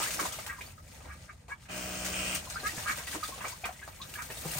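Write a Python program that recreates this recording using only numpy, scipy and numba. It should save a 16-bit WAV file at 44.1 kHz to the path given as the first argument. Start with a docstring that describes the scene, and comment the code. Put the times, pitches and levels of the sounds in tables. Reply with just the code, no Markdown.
"""Ducks paddle and bathe in a small plastic pool in a pen, over a low rumble.
Hard paddling opens: bubble clouds ring, slaps, plops and drips on top; it eases under soft raspy quacks.
At 1.7 s a bird shivers its wet feathers: pulsed noise and stroke multiples buzz, rattle grows, a snap ends it.
Bathing resumes at 2.4 s with surges, plops and a few quacks; dull thumps and a last surge close.
Bubbles are decaying sines of rising pitch; near walls add short noise tails."""
import sys
import numpy as np
from scipy import signal
from scipy.fft import rfft, irfft, next_fast_len
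from scipy.io import wavfile
from scipy.ndimage import uniform_filter1d
from numba import njit

SR = 44100
rng = np.random.default_rng(int(sys.argv[2]) if len(sys.argv) > 2 else 0)


def generate_wav(signal):
    """Clip the signal to [-1, 1] and save it as 16-bit WAV at the path in sys.argv[1]."""
    frames = np.transpose(np.atleast_2d(signal))
    scaled = np.clip(frames, -1, 1) * 32767
    pcm = np.round(scaled).astype(np.int16)
    wavfile.write(sys.argv[1], SR, pcm)


N = 202815
TIME = np.arange(N) / SR

# low rumble: time_s, level_db
RUMBLE_LEVEL = [(0, -53), (1.1, -52.5), (1.55, -56), (2.05, -49), (2.9, -50.5), (3.2, -53.5), (3.8, -54.5),
                (4.6, -50.5)]
# rumble filter: freq_hz, gain_db
RUMBLE_COLOUR = [(20, -40), (30, -24), (42, -10), (62, 0.5), (80, -2), (120, -6.5), (180, -10), (300, -25),
                 (1000, -45), (4000, -76)]

# thumps of large air pockets and the pool wall: start_s, peak_db, pitch_hz, t60_s
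THUMPS = [(.213, -37.5, 307, 0.19), (0.235, -39, 185, 0.1), (1.086, -41.5, 73.7, 0.54),
          (2.777, -26, 160, 0.034), (3.16, -34.5, 312, 0.11), (4.453, -36, 340, 0.077),
          (4.455, -29, 158, 0.17), (4.56, -29, 143, 0.09)]

# quacks: loudest_s, level_db, rise_s, fall_s, pitch_hz, lowest_throat_hz, rasp (0-1)
QUACKS = [(.505, -43, 0.033, 0.041, 188.2, 1185, 0.66), (1.111, -50, 0.037, .032, 180, 1260, .75),
          (1.297, -47, 0.0091, 0.015, 200, 1270, 0.79), (1.524, -39, 0.012, 0.012, 567, 1276, 0.2),
          (2.669, -31.5, 0.018, .009, 430.4, 1272, 0.19), (2.897, -32, 0.023, 0.027, 214.4, 1263, 0.57),
          (4.198, -42, 0.021, 0.023, 167.9, 1295, 0.59)]
# throat resonances, scaled to lowest_throat_hz: freq_hz, width_hz, gain_db
THROAT = [(1270, 110, 0), (1500, 120, -1), (1710, 90, 0), (1990, 140, -13), (2200, 120, -8)]

# body hum of the shiver: stroke_multiple, level_db
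HUM_PARTIALS = [(1, -4), (2, -8), (3, 3), (4, -8), (5, -5), (6, -10), (7, -13), (8, -14), (9, -9), (10, -1),
                (11, -6.5), (12, -6.5)]
# buzz of the stiff feathers: stroke_multiple, level_db
BUZZ_PARTIALS = [(22, -8), (32, -8), (35, -7), (37, -4), (38, -6), (39, -1), (40, -2), (41, 1), (44, -3),
                 (45, -7), (47, -5), (49, 0), (50, -1), (51, -8)]
# feather rattle filter: freq_hz, gain_db
RATTLE_COLOUR = [(1000, -25), (1350, -1.5), (1800, -32), (2150, -4), (2450, 1.5), (2850, 1), (3080, -1),
                 (3300, -3.5), (4500, -40)]
# wet feather swish filter: freq_hz, gain_db
SWISH_COLOUR = [(3500, -12), (4700, 0.5), (5900, 2.5), (7200, 2.5), (7700, 1), (9200, 4.5), (11000, -45),
                (14500, 0.5)]
# modes of the snap: freq_hz, level_db (re SNAP_DB), t60_s
SNAP_MODES = [(2760, -11, 0.015), (5600, -11, 0.004), (8760, 1, 0.0062), (13800, -3, .004),
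              (15000, -3, .005)]

# single drops on the surface: start_s, peak_db, bubble_pitch_hz
DRIPS = [(.199, -33, 3100), (.229, -37, 2410), (.257, -30, 3740), (0.321, -33, 3270), (0.34, -39, 2900),
         (.388, -36.5, 2150), (.611, -34, 2410), (0.662, -39, 4500), (2.499, -31, 6350), (2.558, -40, 1530),
         (2.78, -32.5, 1730), (3.112, -35, 3130), (3.237, -27.5, 4620), (3.25, -32, 3560),
         (3.343, -36, 6950), (3.406, -36, 2670), (3.453, -28, 2270), (3.519, -35, 4570), (3.877, -43, 1253),
         (4.015, -34.5, 4030), (4.138, -39, 2820), (4.302, -40, 1784), (4.318, -38, 2580),
         (4.377, -37, 3770), (4.51, -33, 2780)]
# slaps of feet and breast on the water: start_s, level_db, middle_pitch_hz, decay_s
SLAPS = [(.001, -38, 1100, 0.014), (0.02, -43, 1610, 0.031), (.191, -37, 1370, .022),
         (0.251, -42, 1010, 0.014), (0.387, -43.5, 1220, 0.009), (0.608, -45.5, 2520, 0.014),
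         (0.673, -63, 1380, 0.019), (1.002, -56, 1400, 0.015), (1.056, -53, 716, 0.022),
         (1.484, -49.5, 790, 0.0095), (1.496, -50.5, 1430, 0.023), (1.654, -57, 1870, 0.011),
         (2.311, -52, 1320, 0.013), (2.559, -46.5, 1390, 0.0056), (2.628, -45, 590, 0.021),
         (2.779, -42, 1370, 0.0058), (2.985, -46.5, 1520, 0.025), (3.072, -42.5, 2750, 0.0088),
         (3.147, -42, 1150, 0.013), (3.155, -44.5, 530, .018), (3.284, -45.5, 690, 0.014),
         (3.377, -49, 930, 0.024), (3.405, -45, 1660, 0.045), (3.441, -41, 860, 0.028),
         (3.45, -48, 2270, 0.014), (3.64, -42.5, 2110, 0.016), (3.652, -38.5, 1350, 0.02),
         (3.815, -54, 2070, 0.025), (3.877, -42.5, 1080, 0.0038), (4.016, -47.5, 3920, 0.013),
         (4.139, -54, 2640, 0.0088), (4.3, -47, 580, 0.015), (4.303, -48, 2080, 0.02),
         (4.449, -43, 745, 0.019), (4.581, -44, 687, 0.015)]
# single large bubbles: start_s, peak_db, pitch_hz, t60_s, rise_octaves_per_s
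PLOPS = [(.058, -34.5, 1600, 0.14, 11.5), (.023, -28, 1270, .04, 5), (.193, -23, 1287, 0.036, 10),
         (.221, -40, 430, 0.039, 6), (.228, -27, 1050, 0.025, -2), (.254, -27, 1016, 0.024, -7),
         (.311, -39, 1270, 0.06, 7), (.336, -35.5, 1250, 0.029, 14), (.386, -34, 630, 0.05, -1),
         (.468, -39, 855, 0.046, 1), (.497, -29.5, 1950, 0.036, -4), (.584, -38, 1007, 0.051, -1.5),
         (.778, -42.5, 1275, 0.05, 2), (1.514, -38, 973, 0.057, -1), (2.556, -29.5, 1286, 0.08, 17.5),
         (2.688, -28.5, 1840, 0.04, 9.5), (2.859, -29, 1200, 0.082, 9), (2.914, -34, 2205, 0.042, -4),
         (3.073, -29.5, 1990, 0.032, -4), (3.128, -28, 1750, 0.027, 7), (3.228, -25.5, 1248, 0.071, 1),
         (3.32, -37.5, 1064, 0.081, 2), (3.446, -25.5, 1244, 0.029, 0), (3.524, -39.5, 934, 0.08, 12),
         (3.636, -28, 730, 0.037, -4), (3.641, -24, 2330, 0.026, 25.5), (3.689, -28.5, 714, 0.06, 2.5),
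         (3.792, -39, 1970, 0.029, 16), (3.827, -36.5, 1613, 0.05, 6), (4, -42, 1022, 0.14, 9.5),
         (4.016, -36, 3540, 0.055, 8), (4.154, -30, 1650, 0.038, 6), (4.186, -36.5, 978, 0.064, -1.5),
         (4.216, -35, 1380, 0.043, 4), (4.303, -42, 1776, 0.049, 7), (4.551, -37, 750, 0.036, -1)]

# how hard the birds stir the water: time_s, effort_db (re the water levels below)
PADDLING = [(0, 4.5), (.27, -10), (.42, -8.5), (.56, -19.5), (.82, -25.5), (.98, -19), (1.22, -21),
            (1.42, -28.5), (1.66, -28.5), (2.2, -7), (2.46, -8.5), (2.8, -4), (3.04, -9.5), (3.42, -8.5),
            (3.6, -15.5), (3.82, -20.5), (4.1, -14.5), (4.34, -14), (4.6, -1.5)]
# surges as a bird kicks or dips: peak_s, half_width_s (to 1/e power), spray_db, slosh_db
SURGES = [(0.223, 0.047, -34.5, -43), (0.638, 0.049, -52, -57), (0.947, 0.028, -53, -61.5),
          (1.06, 0.027, -65, -58), (1.513, 0.012, -55.5, -69), (1.64, 0.024, -57.5, -83),
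          (2.669, 0.019, -41.5, -56), (2.78, 0.046, -48, -56), (2.905, 0.023, -42.5, -52),
          (2.98, 0.015, -39.5, -52), (3.148, 0.013, -39, -46.5), (3.885, 0.015, -51, -53.5),
          (4.46, 0.15, -48, -53)]
# thrown spray falling back: start_s, level_db, decay_s
SPATTER = [(0.107, -32, .0053), (0.197, -31.5, 0.0054), (0.323, -37, 0.029), (0.464, -37.5, 0.022),
           (1.482, -51, 0.014), (2.048, -31, 0.012), (2.351, -30.5, 0.016), (2.5, -38, 0.026),
           (3.07, -40, 0.045), (3.111, -38, 0.027), (3.233, -37.5, 0.031), (3.276, -39, 0.025),
           (3.481, -38.5, 0.034), (3.654, -40, 0.019), (4.139, -43, 0.045), (4.22, -40, 0.015),
           (4.372, -43, 0.021), (4.478, -39.5, 0.038), (4.515, -37, 0.012)]
# spray filter: freq_hz, gain_db
SPRAY_COLOUR = [(300, -20), (900, -4), (1300, -1), (2300, .5), (3200, -1.5), (4300, -.5), (5300, -1.8),
                (7100, 1), (7700, 0), (8700, 5.5), (9500, 2.5), (10500, -5), (12300, -4), (13200, 2.5),
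                (14700, 4), (15500, 3)]
# gain of the spray above TREBLE_EDGE_HZ: time_s, gain_db
SPRAY_TREBLE = [(0, -8), (.7, -7), (1.4, -15.5), (2.3, -10), (3.3, -8), (3.8, -6), (4.6, -2.5)]
# slosh filter: freq_hz, gain_db
SLOSH_COLOUR = [(30, -40), (90, -3), (170, -1), (320, -0.5), (430, -4), (620, 3), (1000, -7), (1500, -8.5),
                (2200, -9.5), (4000, -28)]

# stereo width: freq_hz, side_re_mid_db
WIDTH = [(120, -11), (300, -4), (1200, -2), (4500, -1), (6500, -5), (8500, -11), (15000, -16)]
# microphone colour, left minus right: freq_hz, difference_db
MIC_DIFFERENCE = [(200, 0), (500, 1), (1200, -0.5), (2500, -1), (4300, 1.5), (6500, 7.5), (9000, 1)]

# shiver
SHIVER_START_S, SHIVER_END_S, SHIVER_ATTACK_S, SHIVER_RELEASE_S = 1.682, 2.416, 0.017, 0.076
SHIVER_SWELL_DB_PER_S = 2
SHED_ATTACK_S = 0.085  # swish and sizzle build more slowly
STROKE_HZ = 61.83
HUM_DB, RUSTLE_DB, SWISH_DB = -44, -49, -43.5
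RATTLE_DB, RATTLE_SWELL_DB, RATTLE_START_S, RATTLE_RISE_S = -47, 7.5, 2.13, 0.022
BUZZ_DB = -3.5  # within the rattle
SIZZLE_DB, SIZZLE_HZ, SIZZLE_WIDTH_HZ = -47, 8200, 380
SHIVER_SPRAY_DB, SHIVER_SLOSH_DB = -45, -49.5  # water shaken off and stirred up
SNAP_S, SNAP_DB = 2.3491, -22

# water
SPRAY_DB, SLOSH_DB, DROPS_DB = -38, -49.5, -52.5  # at 0 dB effort
SLOSH_FOLLOW, DROPS_FOLLOW = 0.64, 0.93  # dB per dB of effort
SPURT_DB = 2.5  # spray flicker
TREBLE_EDGE_HZ = 9100

# microphones
MIC_LAG_S, LAG_FADE_HZ, TOP_HZ = 2.5e-5, 8000, 15800


def undb(db):
    """Decibels to gain."""
    return 10 ** (np.asarray(db) / 20)


def unit(x):
    """Scale to rms 1."""
    return x / np.sqrt(np.mean(x ** 2) + 1e-20)


def curves(table):
    """Interpolate each table column through time."""
    time_s, *columns = np.transpose(table)
    return [np.interp(TIME, time_s, column) for column in columns]


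def colour(x, points):
    """Filter by (Hz, dB) points, linear in log frequency."""
    hz, db = np.transpose(points)
    size = next_fast_len(x.shape[-1] + 2048)
    f = np.maximum(np.fft.rfftfreq(size, 1 / SR), 1)
    gain = undb(np.interp(np.log(f), np.log(hz), db))
    return irfft(rfft(x, size) * gain, size)[..., :x.shape[-1]]


def resonate(x, hz, width_hz):
    """One resonance, gain 1 at its centre."""
    return signal.lfilter(*signal.iirpeak(hz, hz / width_hz, fs=SR), x)


def add(track, start_s, sound):
    """Mix a sound in at start_s."""
    start = int(np.clip(start_s * SR, 0, N - 1))
    track[start:start + len(sound)] += sound[:N - start]


def spread(mid, side):
    """Left and right from mid and side."""
    return mid + side * np.array([[1], [-1]])


@njit
def ring(length, starts, hz, cycles, sizes, glide):
    """Bubbles: each rings for some cycles down to -60 dB while its pitch rises by the share glide."""
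    out = np.zeros(length)
    for k in range(len(starts)):
        life = cycles[k] * SR / hz[k]  # samples
        first = int(starts[k] * SR)
        step = 2 * np.pi * hz[k] / SR
        z = sizes[k] + 0j
        turn = np.exp(1j * step - np.log(1000) / life)
        bend = np.exp(1j * step * glide / life)
        for i in range(first, min(length, first + int(life))):
            z, turn = z * turn, turn * bend
            out[i] += z.imag
    return out


def cloud(lo_hz, hi_hz, cycles, scatter_db, count, glide=0.088):
    """An unbroken patter of bubbles between two pitches, a few much larger than the rest."""
    when, pitch, life, size = rng.random((count, 4)).T
    hz = lo_hz + (min(hi_hz, SR / 2.5) - lo_hz) * pitch
    sizes = undb(-scatter_db * np.log(np.maximum(size, .01))) * np.sqrt(hz)
    sizes = sizes * rng.choice([-1, 1], count)
    return unit(ring(N, when * N / SR, hz, cycles * (.5 + life), sizes, glide))


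def bubble(hz, t60_s, rise_oct_per_s, attack_s):
    """A large bubble swells and rings; its pitch glides, by at most an octave upward."""
    t = TIME[:SR // 3]
    phase = 2 * np.pi * np.cumsum(hz * 2 ** np.minimum(rise_oct_per_s * t, 1)) / SR
    return np.sin(phase) * (1 - np.exp(-t / attack_s)) * np.exp(-np.log(1000) * t / t60_s)


def pen(x, wet_db, t60_s, gap_s):
    """The near walls return a short, dense tail that differs left and right."""
    t = TIME[:SR // 3]
    tail = rng.standard_normal((2, len(t))) * np.exp(-np.log(1000) * t / t60_s) * (t > gap_s)
    tail = tail / np.sqrt(np.sum(tail ** 2, axis=1, keepdims=True))
    tail = colour(tail, [(100, -5.0), (400, -1.5), (1500, 5.5), (4500, 6.0), (9000, 11.5)])
    return x + undb(wet_db) * signal.fftconvolve(np.atleast_2d(x), tail, axes=1)[:, :N]


def rumble():
    """Low filtered noise, slowly varying in level, nearly the same on both sides."""
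    level_db, = curves(RUMBLE_LEVEL)
    mid, side = (unit(colour(rng.standard_normal(N), RUMBLE_COLOUR)) for _ in range(2))
    even = mid / np.sqrt(uniform_filter1d(mid ** 2, size=SR // 6))
    return spread(even, undb(-17.5) * side) * undb(level_db)


def thumps():
    """Large air pockets and the pool wall give deep decaying thumps."""
    out = np.zeros(N)
    for start_s, db, hz, t60_s in THUMPS:
        add(out, start_s, undb(db) * bubble(hz, t60_s, rise_oct_per_s=-0.18, attack_s=0.002))
    return out


def quacks(jitter=0.1163, open_share=1.0, climb_per_s=1.97):
    """Pulses and gated air ring the throat; pitch climbs as the bill opens, rasp makes pulses uneven."""
    out = np.zeros(N)
    t = np.arange(-SR // 8, SR // 8) / SR
    band = signal.butter(4, [1050, 2550], "band", fs=SR, output="sos")
    for loudest_s, db, rise_s, fall_s, hz, throat_hz, rasp in QUACKS:
        rasp = np.clip(rasp, 0, 1)
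        wobble = unit(uniform_filter1d(rng.standard_normal(len(t)), size=200))
        phase = np.cumsum(hz * (1 + jitter * rasp * wobble)) / SR  # cycles
        pulses = sum(np.cos(2 * np.pi * k * phase) for k in np.arange(1, SR / 10 / hz))
        air = np.exp(-(phase % 1) / open_share) * rng.standard_normal(len(t))
        source = np.sqrt(1 - rasp) * unit(pulses) + np.sqrt(rasp) * unit(air)
        scale = throat_hz / THROAT[0][0]
        voice = sum(undb(gain_db) * resonate(source, f * scale, w) for f, w, gain_db in THROAT)
        voice = signal.sosfilt(band, voice)
        # time warp: pitch and resonances climb up to the loudest point
        voice = np.interp(t + climb_per_s * np.minimum(t, 0) ** 2 / 2, t, voice)
        # even air pressure through the call
        voice = voice / np.sqrt(uniform_filter1d(voice ** 2, size=SR // 70) + 1e-12)
        swell = np.exp(-np.abs(t / np.where(t < 0, rise_s, fall_s)) ** 1.18)
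        call = voice * swell
        add(out, loudest_s + t[0], undb(db) * call * np.sqrt(np.sum(swell ** 2) / np.sum(call ** 2)))
    return out


def strokes(jitter_s=2e-5):
    """Count of the shiver's fast, nearly even strokes through time."""
    knots = np.arange(0, N / SR, 1 / 62)
    return STROKE_HZ * (TIME + jitter_s * np.interp(TIME, knots, rng.standard_normal(len(knots))))


def shaking(attack_s=SHIVER_ATTACK_S):
    """Strength of the shiver, 0-1: a start, a hold that slowly swells, a release."""
    onset = (TIME - SHIVER_START_S) / attack_s
    release = (SHIVER_END_S - TIME) / SHIVER_RELEASE_S
    gate = np.clip(np.minimum(onset, release), 0, 1)
    return gate * undb(SHIVER_SWELL_DB_PER_S * np.minimum(TIME - SHIVER_END_S, 0))


def partials(turns, levels, waver_db, drift_rad, count=90):
    """Stroke multiples while the shiver lasts; each wavers in level and timing on its own."""
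    out, on = np.zeros(N), shaking() > 0
    knots = np.linspace(0, N / SR, count)
    for k, db in levels:
        level, lag = (np.interp(TIME[on], knots, rng.standard_normal(count)) for _ in range(2))
        phase = 2 * np.pi * (k * turns[on] + rng.random()) + drift_rad * lag
        out[on] += undb(db + waver_db * level) * np.sin(phase)
    out[on] = unit(out[on])
    return out


def hum(turns, attack_s=0.07):
    """The shivering body hums at the stroke rate and its multiples."""
    tone = partials(turns, HUM_PARTIALS, waver_db=.8, drift_rad=.08, count=40)
    return shaking(attack_s) * undb(HUM_DB) * tone


def shiver(turns, loose=0.65):
    """Wet feathers rustle and swish in pulsed noise; stiff ones buzz and rattle, later louder and sizzling."""
    swell = .5 + .5 * np.tanh((TIME - RATTLE_START_S) / RATTLE_RISE_S)
    # two flicks per stroke, one stronger
    beat = unit(np.exp(0.28 * np.cos(4 * np.pi * turns) + 0.11 * np.cos(2 * np.pi * turns)))
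    buzz = partials(turns, BUZZ_PARTIALS, waver_db=1.0, drift_rad=0.25, count=45)
    rattle = unit(colour(beat * rng.standard_normal(N), RATTLE_COLOUR)) * loose + buzz * undb(BUZZ_DB)
    rustle = unit(resonate(resonate(beat * rng.standard_normal(N), 1300, 880), 1530, 1100))
    swish = unit(colour(beat * rng.standard_normal(N), SWISH_COLOUR))
    sizzle = resonate(beat * rng.standard_normal(N), SIZZLE_HZ, SIZZLE_WIDTH_HZ)
    sizzle = unit(resonate(sizzle, SIZZLE_HZ, 2 * SIZZLE_WIDTH_HZ))
    dull = rustle * undb(RUSTLE_DB) + rattle * undb(RATTLE_DB + RATTLE_SWELL_DB * swell)
    bright = swish * undb(SWISH_DB) + sizzle * swell * undb(SIZZLE_DB)
    return shaking() * dull + shaking(SHED_ATTACK_S) * bright


def snap():
    """A hard, bright snap of decaying modes, perhaps a flung drop striking the plastic wall."""
    out, t = np.zeros(N), TIME[:SR // 10]
    for hz, db, t60_s in SNAP_MODES:
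        mode = np.sin(2 * np.pi * hz * t) * np.exp(-np.log(1000) * t / t60_s)
        add(out, SNAP_S, undb(SNAP_DB + db) * mode)
    return out


def drips(tick_db=-2, tick_s=0.000077, cycles=65, rise_oct_per_s=3.3):
    """A drop strikes with a sharp tick while its small bubble chirps upward."""
    out = np.zeros(N)
    t = TIME[:SR // 3]
    for start_s, db, hz in DRIPS:
        tick = unit(resonate(rng.standard_normal(len(t)), 5500, 3400)) * np.exp(-t / tick_s)
        chirp = bubble(hz, cycles / hz, rise_oct_per_s, attack_s=0.0012)
        add(out, start_s, undb(db) * (undb(tick_db) * tick + chirp))
    return out


def plops(foam_db=-14, count=12):
    """Lone large bubbles, each with a few small ones in its wake."""
    out = np.zeros(N)
    for start_s, db, hz, t60_s, rise in PLOPS:
        add(out, start_s, undb(db) * bubble(hz, t60_s, rise, attack_s=0.0022))
        late, pitch = rng.random((count, 2)).T
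        wake_hz = hz * 2 ** (1.2 * pitch - .25)
        wake = ring(SR // 4, 0.61 * t60_s * late, wake_hz, np.full(count, 22.), 1 - late, 0.055)
        add(out, start_s, undb(db + foam_db) * wake)
    return out


def slaps(octaves=0.4, cycles=19, scatter_db=3, count=70):
    """Each slap traps a burst of bubbles; the later ones are weaker."""
    out = np.zeros(N)
    for start_s, db, hz, decay_s in SLAPS:
        age = 3 * decay_s * (np.arange(count) + rng.random(count)) / count
        pitch, size = rng.standard_normal((count, 2)).T
        sizes = undb(scatter_db * size) * np.exp(-age / decay_s) * rng.choice([-1, 1], count)
        burst_hz = np.minimum(hz * 2 ** (octaves * pitch), SR / 3)
        burst = ring(SR // 4, age, burst_hz, np.full(count, 1. * cycles), sizes, 0.25)
        add(out, start_s, undb(db) * burst / np.sqrt(np.sum(burst ** 2) / (decay_s * SR)))
    return out


def froth(wake_db=-14, wake_s=0.085):
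    """After each slap trapped air keeps rising, as a fading patter of chirping bubbles."""
    power = np.zeros(N)
    for start_s, db, _, _ in SLAPS:
        age = np.maximum(TIME - start_s, 0)
        power = power + (undb(db + wake_db) * np.exp(-age / wake_s) * (1 - np.exp(-age / 0.018))) ** 2
    mid, side = (cloud(800, 3400, cycles=30, scatter_db=2.5, count=2200, glide=.3) for _ in range(2))
    return spread(mid, undb(-10) * side) * np.sqrt(power)


def water():
    """Paddling drives bubble clouds of slosh, spray and drops; surges, shiver and spatter add power."""
    (effort_db,), (treble_db,) = curves(PADDLING), curves(SPRAY_TREBLE)
    spray_power = undb(SPRAY_DB + effort_db) ** 2 + (undb(SHIVER_SPRAY_DB) * shaking()) ** 2
    slosh_power = undb(SLOSH_DB + SLOSH_FOLLOW * effort_db) ** 2 + (undb(SHIVER_SLOSH_DB) * shaking()) ** 2
    for peak_s, width_s, spray_db, slosh_db in SURGES:
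        swell = np.exp(-((TIME - peak_s) / width_s) ** 2)
        spray_power = spray_power + undb(spray_db) ** 2 * swell
        slosh_power = slosh_power + undb(slosh_db) ** 2 * swell
    # water leaves the feathers in spurts, so the spray flickers
    knots = np.arange(0, N / SR, .016)
    flicker = np.interp(TIME, knots, rng.standard_normal(len(knots)))
    spray_power = spray_power * undb(SPURT_DB * flicker) ** 2
    for start_s, db, decay_s in SPATTER:
        fall = undb(db) * np.exp(-np.abs(TIME - start_s) / decay_s)
        spray_power = spray_power + (TIME >= start_s) * fall ** 2
    drops_gain = undb(DROPS_DB + DROPS_FOLLOW * effort_db)
    high = signal.butter(2, TREBLE_EDGE_HZ, "high", fs=SR, output="sos")
    clouds = []
    for _ in range(2):
        spray = unit(colour(cloud(506, 16640, cycles=11, scatter_db=2.8, count=28000), SPRAY_COLOUR))
        spray = spray + (undb(treble_db) - 1) * signal.sosfiltfilt(high, spray)
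        drops = cloud(700, 5500, cycles=40, scatter_db=4, count=380, glide=.18)
        slosh = unit(colour(cloud(113.3, 2546, cycles=22.8, scatter_db=2.5, count=6000), SLOSH_COLOUR))
        clouds.append(spray * np.sqrt(spray_power) + drops * drops_gain + slosh * np.sqrt(slosh_power))
    return spread(clouds[0], colour(clouds[1], WIDTH))


def scene():
    """Birds and water in the pen over the rumble; shiver, snap and thumps drier, hum and rumble dry."""
    turns = strokes()
    close = spread(shiver(turns), colour(shiver(turns), WIDTH)) + thumps() + snap()
    mix = pen(water() + froth(), wet_db=-9.5, t60_s=0.095, gap_s=0.002)
    mix = mix + pen(slaps() + drips() + plops(), wet_db=-5, t60_s=0.11, gap_s=0.0013)
    mix = mix + pen(quacks(), wet_db=-2, t60_s=0.039, gap_s=0.00226)
    mix = mix + pen(close, wet_db=-12, t60_s=0.073, gap_s=0.0012)
    return mix + hum(turns) + rumble()


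def record(dry):
    """Two microphones differ in colour; the right one lags, less toward the treble; the top is cut."""
    left, right = (colour(x, [(hz, sign * db / 2) for hz, db in MIC_DIFFERENCE])
                   for x, sign in zip(dry, (1, -1)))
    size = next_fast_len(N)
    f = np.fft.rfftfreq(size, 1 / SR)
    lag_s = MIC_LAG_S / (1 + (f / LAG_FADE_HZ) ** 2)
    right = irfft(rfft(right, size) * np.exp(-2j * np.pi * f * lag_s), size)[:N]
    return signal.sosfilt(signal.ellip(10, .2, 70, TOP_HZ, fs=SR, output="sos"), [left, right])


dry = scene()
out = record(dry)
generate_wav(out)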